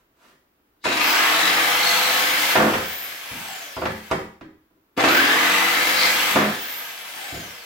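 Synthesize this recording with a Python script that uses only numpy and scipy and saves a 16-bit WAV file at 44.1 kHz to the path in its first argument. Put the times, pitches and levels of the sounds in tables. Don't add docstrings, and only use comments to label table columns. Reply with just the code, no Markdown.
import sys
import numpy as np
from scipy import signal
from scipy.fft import rfft, irfft, next_fast_len
from scipy.io import wavfile
from scipy.ndimage import uniform_filter1d

SR = 44100
rng = np.random.default_rng(int(sys.argv[2]) if len(sys.argv) > 2 else 0)


def output_pcm(signal):
    pcm = np.clip(np.atleast_2d(signal).T, -1, 1) * 32767
    wavfile.write(sys.argv[1], SR, np.round(pcm).astype(np.int16))


N = 337360
TIME = np.arange(N) / SR

# t/s, length/s, f/Hz, width/Hz, relative level/dB
SQUEALS = [(.89, 0.071, 2620, 160, -25.5), (1.04, 0.17, 2620, 200, -28.5), (1.13, 0.21, 4950, 400, -32.5),
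           (1.418, .2, 3850, 180, -31), (1.875, 0.15, 4315, 100, -26), (1.905, 0.13, 2147, 130, -27.5),
           (2.062, .22, 4080, 200, -31), (5.093, 0.107, 2550, 250, -30), (5.417, 0.19, 3900, 148, -48),
           (6.01, 0.17, 4370, 400, -27.5), (6.038, 0.093, 2104, 400, -21.5)]
LOADED_RATE, FREE_RATE, DRAG_RATE = 46.2, 51, 50


def from_db(db):
    return 10 ** (np.asarray(db) / 20)


def rms_one(x):
    return x / np.sqrt(np.mean(x ** 2) + 1e-20)


def lowpass(x, hz):
    return signal.sosfilt(signal.butter(2, min(hz, SR / 3), fs=SR, output="sos"), x)


def highpass(x, hz):
    return signal.sosfilt(signal.butter(2, hz, "high", fs=SR, output="sos"), x)


def drift(hz):
    return rms_one(lowpass(rng.standard_normal(N + SR), hz)[SR:])


def swell(s, length):
    return np.exp(-(2 * (TIME - s) / length) ** 2)


def ring(x, hz, width_hz):
    r = np.exp(-np.pi * width_hz / SR)
    zeros = (1 - r * r) / 2 * np.array([1, 0, -1])
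    poles = [1, -2 * r * np.cos(2 * np.pi * hz / SR), r * r]
    return signal.lfilter(zeros, poles, x + 1e-18)


def response(spectrum, size=8192):
    hz, db = np.transpose(spectrum)
    grid = np.maximum(np.arange(size // 2 + 1) * SR / size, 1)
    gain = from_db(np.interp(np.log(grid), np.log(hz), db))
    cepstrum = irfft(np.log(gain))
    cepstrum[1:size // 2] *= 2
    cepstrum[size // 2 + 1:] = 0
    return irfft(np.exp(rfft(cepstrum)))


def colour(x, spectrum):
    h = response(spectrum)
    return signal.oaconvolve(x, h / np.linalg.norm(h))[:N]


def even_out(h, size=200):
    spectrum = rfft(h, 2 * len(h))
    power = np.abs(spectrum) ** 2
    for _ in range(4):
        power = uniform_filter1d(power, size)
    return irfft(spectrum / np.sqrt(power))[:len(h)]


def two_ports(mid, side):
    # f/Hz, level/dB
    width = [(40, -23), (170, -18), (350, -8.5), (700, -2.5), (1400, 1.5), (4000, 1), (12000, 3)]
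    side = signal.oaconvolve(side, response(width))[:len(mid)]
    return np.array([mid + side, mid - side])


def garage(x, t60_s=0.45, direct_db=-2, early_db=-1, early_s=0.0039):
    t = TIME[:SR * 3 // 4]
    tail = from_db(-60 * t / t60_s) * (t > .004)
    early = np.exp(-t / early_s) * (t > .0005)
    spread = np.hypot(tail / np.linalg.norm(tail), from_db(early_db) * early / np.linalg.norm(early))
    mid, side = rng.standard_normal((2, len(t))) * spread
    mid[0] += from_db(direct_db)
    ports = two_ports(even_out(mid), from_db(-2.5) * even_out(side))
    return signal.oaconvolve(x[None], ports, axes=1)[:, :N]


def travelling(x, turns_per_s=.7):
    angle = 2 * np.pi * turns_per_s * TIME
    quarter = np.imag(signal.hilbert(x, next_fast_len(N)))[:N]
    return np.cos(angle) * garage(x) + np.sin(angle) * garage(quarter)


def quiet_garage():
    # f/Hz, relative level/dB
    quiet = [(15, -22.5), (25, 0), (27, -5.5), (53, -8.5), (148, -16.5), (297, -7.5), (582, -17.5),
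             (1300, -20), (8810, -39.5), (13500, -31), (15500, -26)]
    mid, side = (colour(white, quiet) for white in rng.standard_normal((2, N)))
    return highpass(from_db(-66.5) * two_ports(mid, side), hz=35)


def soft_noises():
    # t/s, length/s, level/dB
    soft_times = [(0, 0.043, -63.5), (0.261, 0.153, -55)]
    # f/Hz, relative level/dB
    soft_spectrum = [(59, -69), (100, -37), (152, -10), (268, -14), (502, -11), (718, -16), (1140, -13),
                     (15000, -36.5)]
    gain = sum(from_db(db) * swell(s, length) for s, length, db in soft_times)
    return gain * colour(rng.standard_normal(N), soft_spectrum)


def loose_piece():
    # t/s, level/dB
    taps = [(4.126, -28), (4.415, -33), (4.475, -45), (4.531, -54.5), (4.71, -57), (4.771, -57)]
    # f/Hz, relative level/dB, t60/s
    piece_modes = [(198, -9, 0.11), (271, -16, .07), (314.4, 2, 0.14), (388, -6.5, .08), (508, -11, 0.088),
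                   (993, -12.5, .07)]
    t = TIME[:SR // 2]
    tone = sum(from_db(db - 60 * t / t60) * np.sin(2 * np.pi * hz * t) for hz, db, t60 in piece_modes)
    s, db = np.transpose(taps)
    return signal.oaconvolve(np.bincount((s * SR).astype(int), from_db(db), N), tone)[:N]


def wood_blows(crunch_s=0.012, crunch=0.14):
    # t/s, relative level/dB, brightness/Hz, boom/dB
    knocks = [(.856, -12.5, 1210, -16.5), (2.555, -3.5, 1990, -12), (2.737, -10, 2160, 3),
              (3.312, -23.5, 170, 6.5), (3.345, -27, 170, 7), (3.43, -47, 170, -3), (3.767, -19, 1110, 16),
              (3.818, -15, 1010, 16), (3.832, -18, 1000, 6), (3.855, -12, 1740, 14), (4.103, -28, 2000, 2),
              (4.112, -22.5, 6000, -13), (4.113, -9, 1310, 7.5), (4.411, -33.5, 1850, -9),
              (4.981, -12, 920, -22), (5.039, -5.5, 2380, -22), (5.075, -10.5, 2000, -24),
              (5.108, -10.5, 2600, -19), (6.359, -4, 1440, -23), (6.373, -12.5, 2000, -21),
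              (7.325, -24.5, 260, 16), (7.355, -23, 229, 15)]
    # t/s, length/s, blows per s, relative level/dB, fading/(dB per s), brightness/Hz, boom/dB
    chatter = [(2.579, .13, 46, -6.5, 64, 1190, 1.5), (2.756, .09, 40, -21.5, 100, 1300, 15),
               (6.388, .125, 51, -11, 101, 1890, -30)]
    # f/Hz, relative level/dB, t60/s
    sheet_modes = [(80.2, -26, 1), (105, -14.5, 0.17), (137, -7.5, 0.066), (180, -6, 0.26),
                   (215.7, -9.5, 0.44), (336, -15, 0.11), (386, 2, .1), (526, 6, 0.15), (650, -9.5, 0.087),
                   (795, 2.5, 0.15), (1060, -18.5, 0.053)]
    # f/Hz, relative level/dB
    wood = [(25, -26.5), (70, -18), (130, -6.5), (250, 0), (550, 1), (1100, 0.5), (2000, -1), (4000, -3.5),
            (8000, -4.5), (16000, -1)]
    blows = list(knocks)
    for s, length, rate, db, fade, bright_hz, boom_db in chatter:
        blows += [(s + t, db - fade * t, bright_hz, boom_db) for t in np.arange(0, length, 1 / rate)]
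    hz, mode_db, t60 = np.transpose(sheet_modes)[:, :, None]
    broad, rings = np.zeros((2, N + SR))
    t = TIME[:SR // 2]
    modes = from_db(mode_db - 60 * t / t60) * np.sin(2 * np.pi * hz * t)
    for s, db, bright_hz, boom_db in blows:
        at, size = round(s * SR), from_db(db) * np.sqrt(1000 / bright_hz)
        grit = even_out(rng.standard_normal(len(t)) * np.exp(-t / crunch_s), size=120)
        push = 1.06 * (t == 0)
        blow = push + crunch * np.sqrt(crunch_s * SR / 2) * grit
        broad[at:at + len(t)] += size * lowpass(blow, bright_hz)
        strength = from_db(boom_db * hz[0] / hz + 2.2 * rng.standard_normal(hz.shape))
        rings[at:at + len(t)] += size * lowpass(np.sum(strength * modes, axis=0), bright_hz)
    return from_db(24.5) * colour(broad, wood) + from_db(-18.5) * rings[:N]


def buzzes(edge_s=0.0094, overtone_db=-11):
    # t/s, length/s, f/Hz, level of the fundamental/dB
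    buzz_times = [(2.577, 0.109, 214, -23), (6.347, 0.173, 208, -23)]
    out, wander = np.zeros(N), 0.073 * drift(51)
    for s, length, hz, db in buzz_times:
        held = np.clip(np.minimum(TIME - s, s + length - TIME) / edge_s, 0, 1)
        slip = 2 * np.pi * hz * TIME + wander
        overtones = np.sin(3 * slip) + np.sin(5 * slip) / 2
        out += from_db(db) * held * (np.sin(slip) + from_db(overtone_db) * overtones)
    return out


def motor_speed():
    runs = [(.83, 2.546, .187, 1, 1.736), (4.965, 6.26, .1135, .79, 1.85)]
    speed = np.zeros(N)
    for on, off, spin_s, shape, coast_s in runs:
        t = np.maximum(TIME - on, 0)
        spin_up = 1 - np.exp(-(t / spin_s) ** shape)
        driven = np.interp(TIME, [on, off], [LOADED_RATE, FREE_RATE]) * spin_up
        time_left = np.clip(1 - (TIME - off) / coast_s, 0, 1)
        coasting = DRAG_RATE * np.tan(np.arctan(FREE_RATE / DRAG_RATE) * time_left)
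        speed += np.where(TIME < off, driven, coasting)
    return speed


def feed(attack_s=.012, release_s=0.033):
    cuts = [(0.838, 1.241, 2.56, -19.5, -23.5, -23.5, -43.5, 6.5),
            (4.964, 5.17, 6.375, -19, -19.5, -17, -39.5, 5.5)]
    lean_db_per_s, ease_db_per_s = 8, 7
    settle_db_per_s, settled_db = 19, -37.5
    gear_follows, hum_follows = 2.2, 1.0
    controls = []
    for start, hardest, end, rasp_db, gear_db, entry_db, hum_db, strain_db in cuts:
        working = np.clip(np.minimum((TIME - start) / attack_s, (end - TIME) / release_s), 0, 1)
        push_db = np.minimum(lean_db_per_s * (TIME - hardest), ease_db_per_s * (hardest - TIME))
        rasp = from_db(rasp_db + push_db)
        entry = from_db(entry_db - settle_db_per_s * np.maximum(TIME - start, 0))
        drum = entry + from_db(settled_db + push_db)
        gear_load = from_db(gear_db + gear_follows * push_db)
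        shake = from_db(hum_db + hum_follows * push_db)
        controls.append([working * control for control in (1, strain_db, rasp, drum, gear_load, shake)])
    return np.sum(controls, axis=0)


def shudder(speed):
    centre_rate, spread_rate = 18.3, 5.2
    return np.exp(-((speed - centre_rate) / spread_rate) ** 2)


def air_gain(speed, working, strain_db, fade_rate=4):
    full_db, slowing_db, shudder_db = -37.5, 19, 5
    db = full_db - slowing_db * (1 - speed / FREE_RATE) + strain_db
    db = db + shudder_db * (1 - working) * shudder(speed)
    return from_db(db) * np.minimum(speed / fade_rate, 1)


def contacts(turn, speed, jitter_s, uneven_db, count):
    place = (np.arange(count) + rng.random(count)) / count
    size = rms_one(rng.standard_normal(count))
    strokes = np.arange(400)[:, None]
    when = np.interp(strokes + place, turn, TIME, right=-1)
    when = when + jitter_s * rng.standard_normal((len(strokes), count))
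    sizes = size * rms_one(from_db(uneven_db * rng.standard_normal(when.shape)))
    heard = (when > 0) & (when < TIME[-1])
    clicks = np.bincount((when[heard] * SR).astype(int), sizes[heard], N)
    return clicks * np.sqrt(SR / (count * np.maximum(speed, 25)))


def blend(clicks, noise, share):
    share = np.clip(share, 0, 1)
    return np.sqrt(share) * clicks + np.sqrt(1 - share) * noise


def hum(turn, speed, shake):
    multiples = [(1, -10), (2, -16), (3, -21), (4, -1), (5, -6), (6, -3.5), (7, -4.5), (8, -22), (10, 7)]
    from_rate, spread_rate = 44.1, 3.3
    fast = (1 + np.tanh((speed - from_rate) / spread_rate)) / 2
    tones = np.zeros(N)
    for k, db in multiples:
        tones += from_db(db + 2.8 * drift(3)) * np.sin(2 * np.pi * (k * turn + rng.random()))
    return shake * fast * tones


def machine(turn, speed, air):
    # f/Hz, relative level/dB
    machine_spectrum = [(60, -41), (150, -16.5), (350, -13), (550, -7.5), (900, -7), (1500, -5.5),
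                        (2200, -1.5), (3300, -7.5), (4800, -9.5), (7500, -14.5), (9700, -17.5),
                        (13000, -13), (15800, -15.5)]
    # f/Hz, width/Hz, level over the broad rattle/dB
    housing = [(729, 100, -4), (1590, 220, -3.5), (2300, 150, -32), (2860, 440, -20.5), (3214, 370, -3.5)]
    rattle = contacts(turn, speed, jitter_s=.00006, uneven_db=3.2, count=30)
    rush_db = 1.7 * drift(150) + 1.5 * np.cos(4 * np.pi * turn)
    rush = rms_one(rng.standard_normal(N) * from_db(rush_db))
    broad = colour(blend(rattle, rush, share=0.12), machine_spectrum)
    resonances = sum(from_db(db) * ring(broad, hz, width_hz) for hz, width_hz, db in housing)
    return from_db(8.5) * air * (broad + resonances)


def rotor_tones(turn, speed, air, gear_load, idle_gear_db=-7, shudder_gear_db=9.0):
    rotor_turns, pinion_teeth, fan_blades = 31 / 3, 4, 40
    rotor = 2 * np.pi * rotor_turns * turn
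    pace = speed / FREE_RATE
    unbalance = air * pace ** 4 * np.sin(rotor)
    mesh = pinion_teeth * rotor + pace * (1.6 * np.sin(2 * np.pi * turn) + 1.37 * drift(70))
    idle_gears = from_db(idle_gear_db + shudder_gear_db * shudder(speed)) * air
    gear_gain = np.hypot(gear_load * pace, idle_gears) * (1 + 0.72 * drift(99))
    third = from_db(-10.5) * (speed < 30) * np.sin(3 * mesh)
    gears = gear_gain * (np.sin(mesh) + from_db(-9.5) * np.sin(2 * mesh) + third)
    whine_db = np.interp(speed, [7, 11, 28.4, 32, 43], [-7, 2, -5, 10.5, 3.5])
    whine_phase = fan_blades * rotor + (0.37 + 1.0 * pace) * drift(110)
    whine = air * from_db(whine_db) * np.sin(whine_phase)
    return from_db(-4) * unbalance + gears + whine


def squeals(turn):
    out = np.zeros(N)
    for s, length, hz, width_hz, db in SQUEALS:
        phase = 2 * np.pi * hz * TIME
        band = drift(width_hz) * np.sin(phase) + drift(width_hz) * np.cos(phase)
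        out += from_db(db) * swell(s, length) * band
    return out * (1 + .5 * np.cos(2 * np.pi * turn))


def cutting(turn, speed, rasp, drum):
    rasp_spectrum = [(200, -25), (500, -10.5), (800, 3), (1100, 3.5), (1750, 3.5), (2600, 3), (3300, 1.5),
                     (5000, -29), (9000, -35.5), (16000, -42.5)]
    drumming = [(30, -35.5), (90, -25.5), (150, -12.5), (200, -11), (320, 4), (410, -7), (520, -2.5),
                (700, -2), (1500, -39.5)]
    tooth_hiss = [(1500, -21), (3000, -6.5), (3900, 0.5), (5200, -8.5), (7000, -13), (12000, -27.5)]
    binding = sum(from_db(db) * swell(s, length) for s, length, _, _, db in SQUEALS)
    hiss = from_db(-11.5) * rasp + from_db(-10) * binding
    bite = from_db(6.3 * np.cos(2 * np.pi * turn) + 1.1 * np.cos(4 * np.pi * turn))
    fibres = rms_one(rng.standard_normal(N) * bite * from_db(4.2 * drift(900)))
    teeth = contacts(turn, speed, jitter_s=.00005, uneven_db=2.5, count=16)
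    shoe = contacts(turn, speed, jitter_s=.0001, uneven_db=3.9, count=9)
    drum_noise = blend(shoe, rng.standard_normal(N), share=0.75)
    return (from_db(-0.5) * rasp * colour(blend(teeth, fibres, share=0.4), rasp_spectrum)
            + from_db(-7.0) * drum * colour(drum_noise, drumming)
            + from_db(2.0) * hiss * colour(blend(teeth, fibres, share=0.13), tooth_hiss))


def scene():
    speed = motor_speed()
    working, strain_db, rasp, drum, gear_load, shake = feed()
    waver = .003 * drift(20) * working
    turn = np.cumsum(speed * (1 + waver)) / SR
    air = air_gain(speed, working, strain_db)
    saw = machine(turn, speed, air) + rotor_tones(turn, speed, air, gear_load)
    saw += cutting(turn, speed, rasp, drum) + working * squeals(turn)
    wood = highpass(wood_blows(), hz=58) + loose_piece()
    saw_heard = travelling(highpass(saw, hz=90)) * from_db([[.45], [-.45]])
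    return quiet_garage() + garage(soft_noises() + wood) + buzzes() + hum(turn, speed, shake) + saw_heard


def record(dry):
    rounded = 1.1 * np.tanh(dry / 1.1)
    return signal.sosfilt(signal.ellip(12, .1, 90, 15850, fs=SR, output="sos"), rounded)


dry = scene()
out = record(dry)
output_pcm(out)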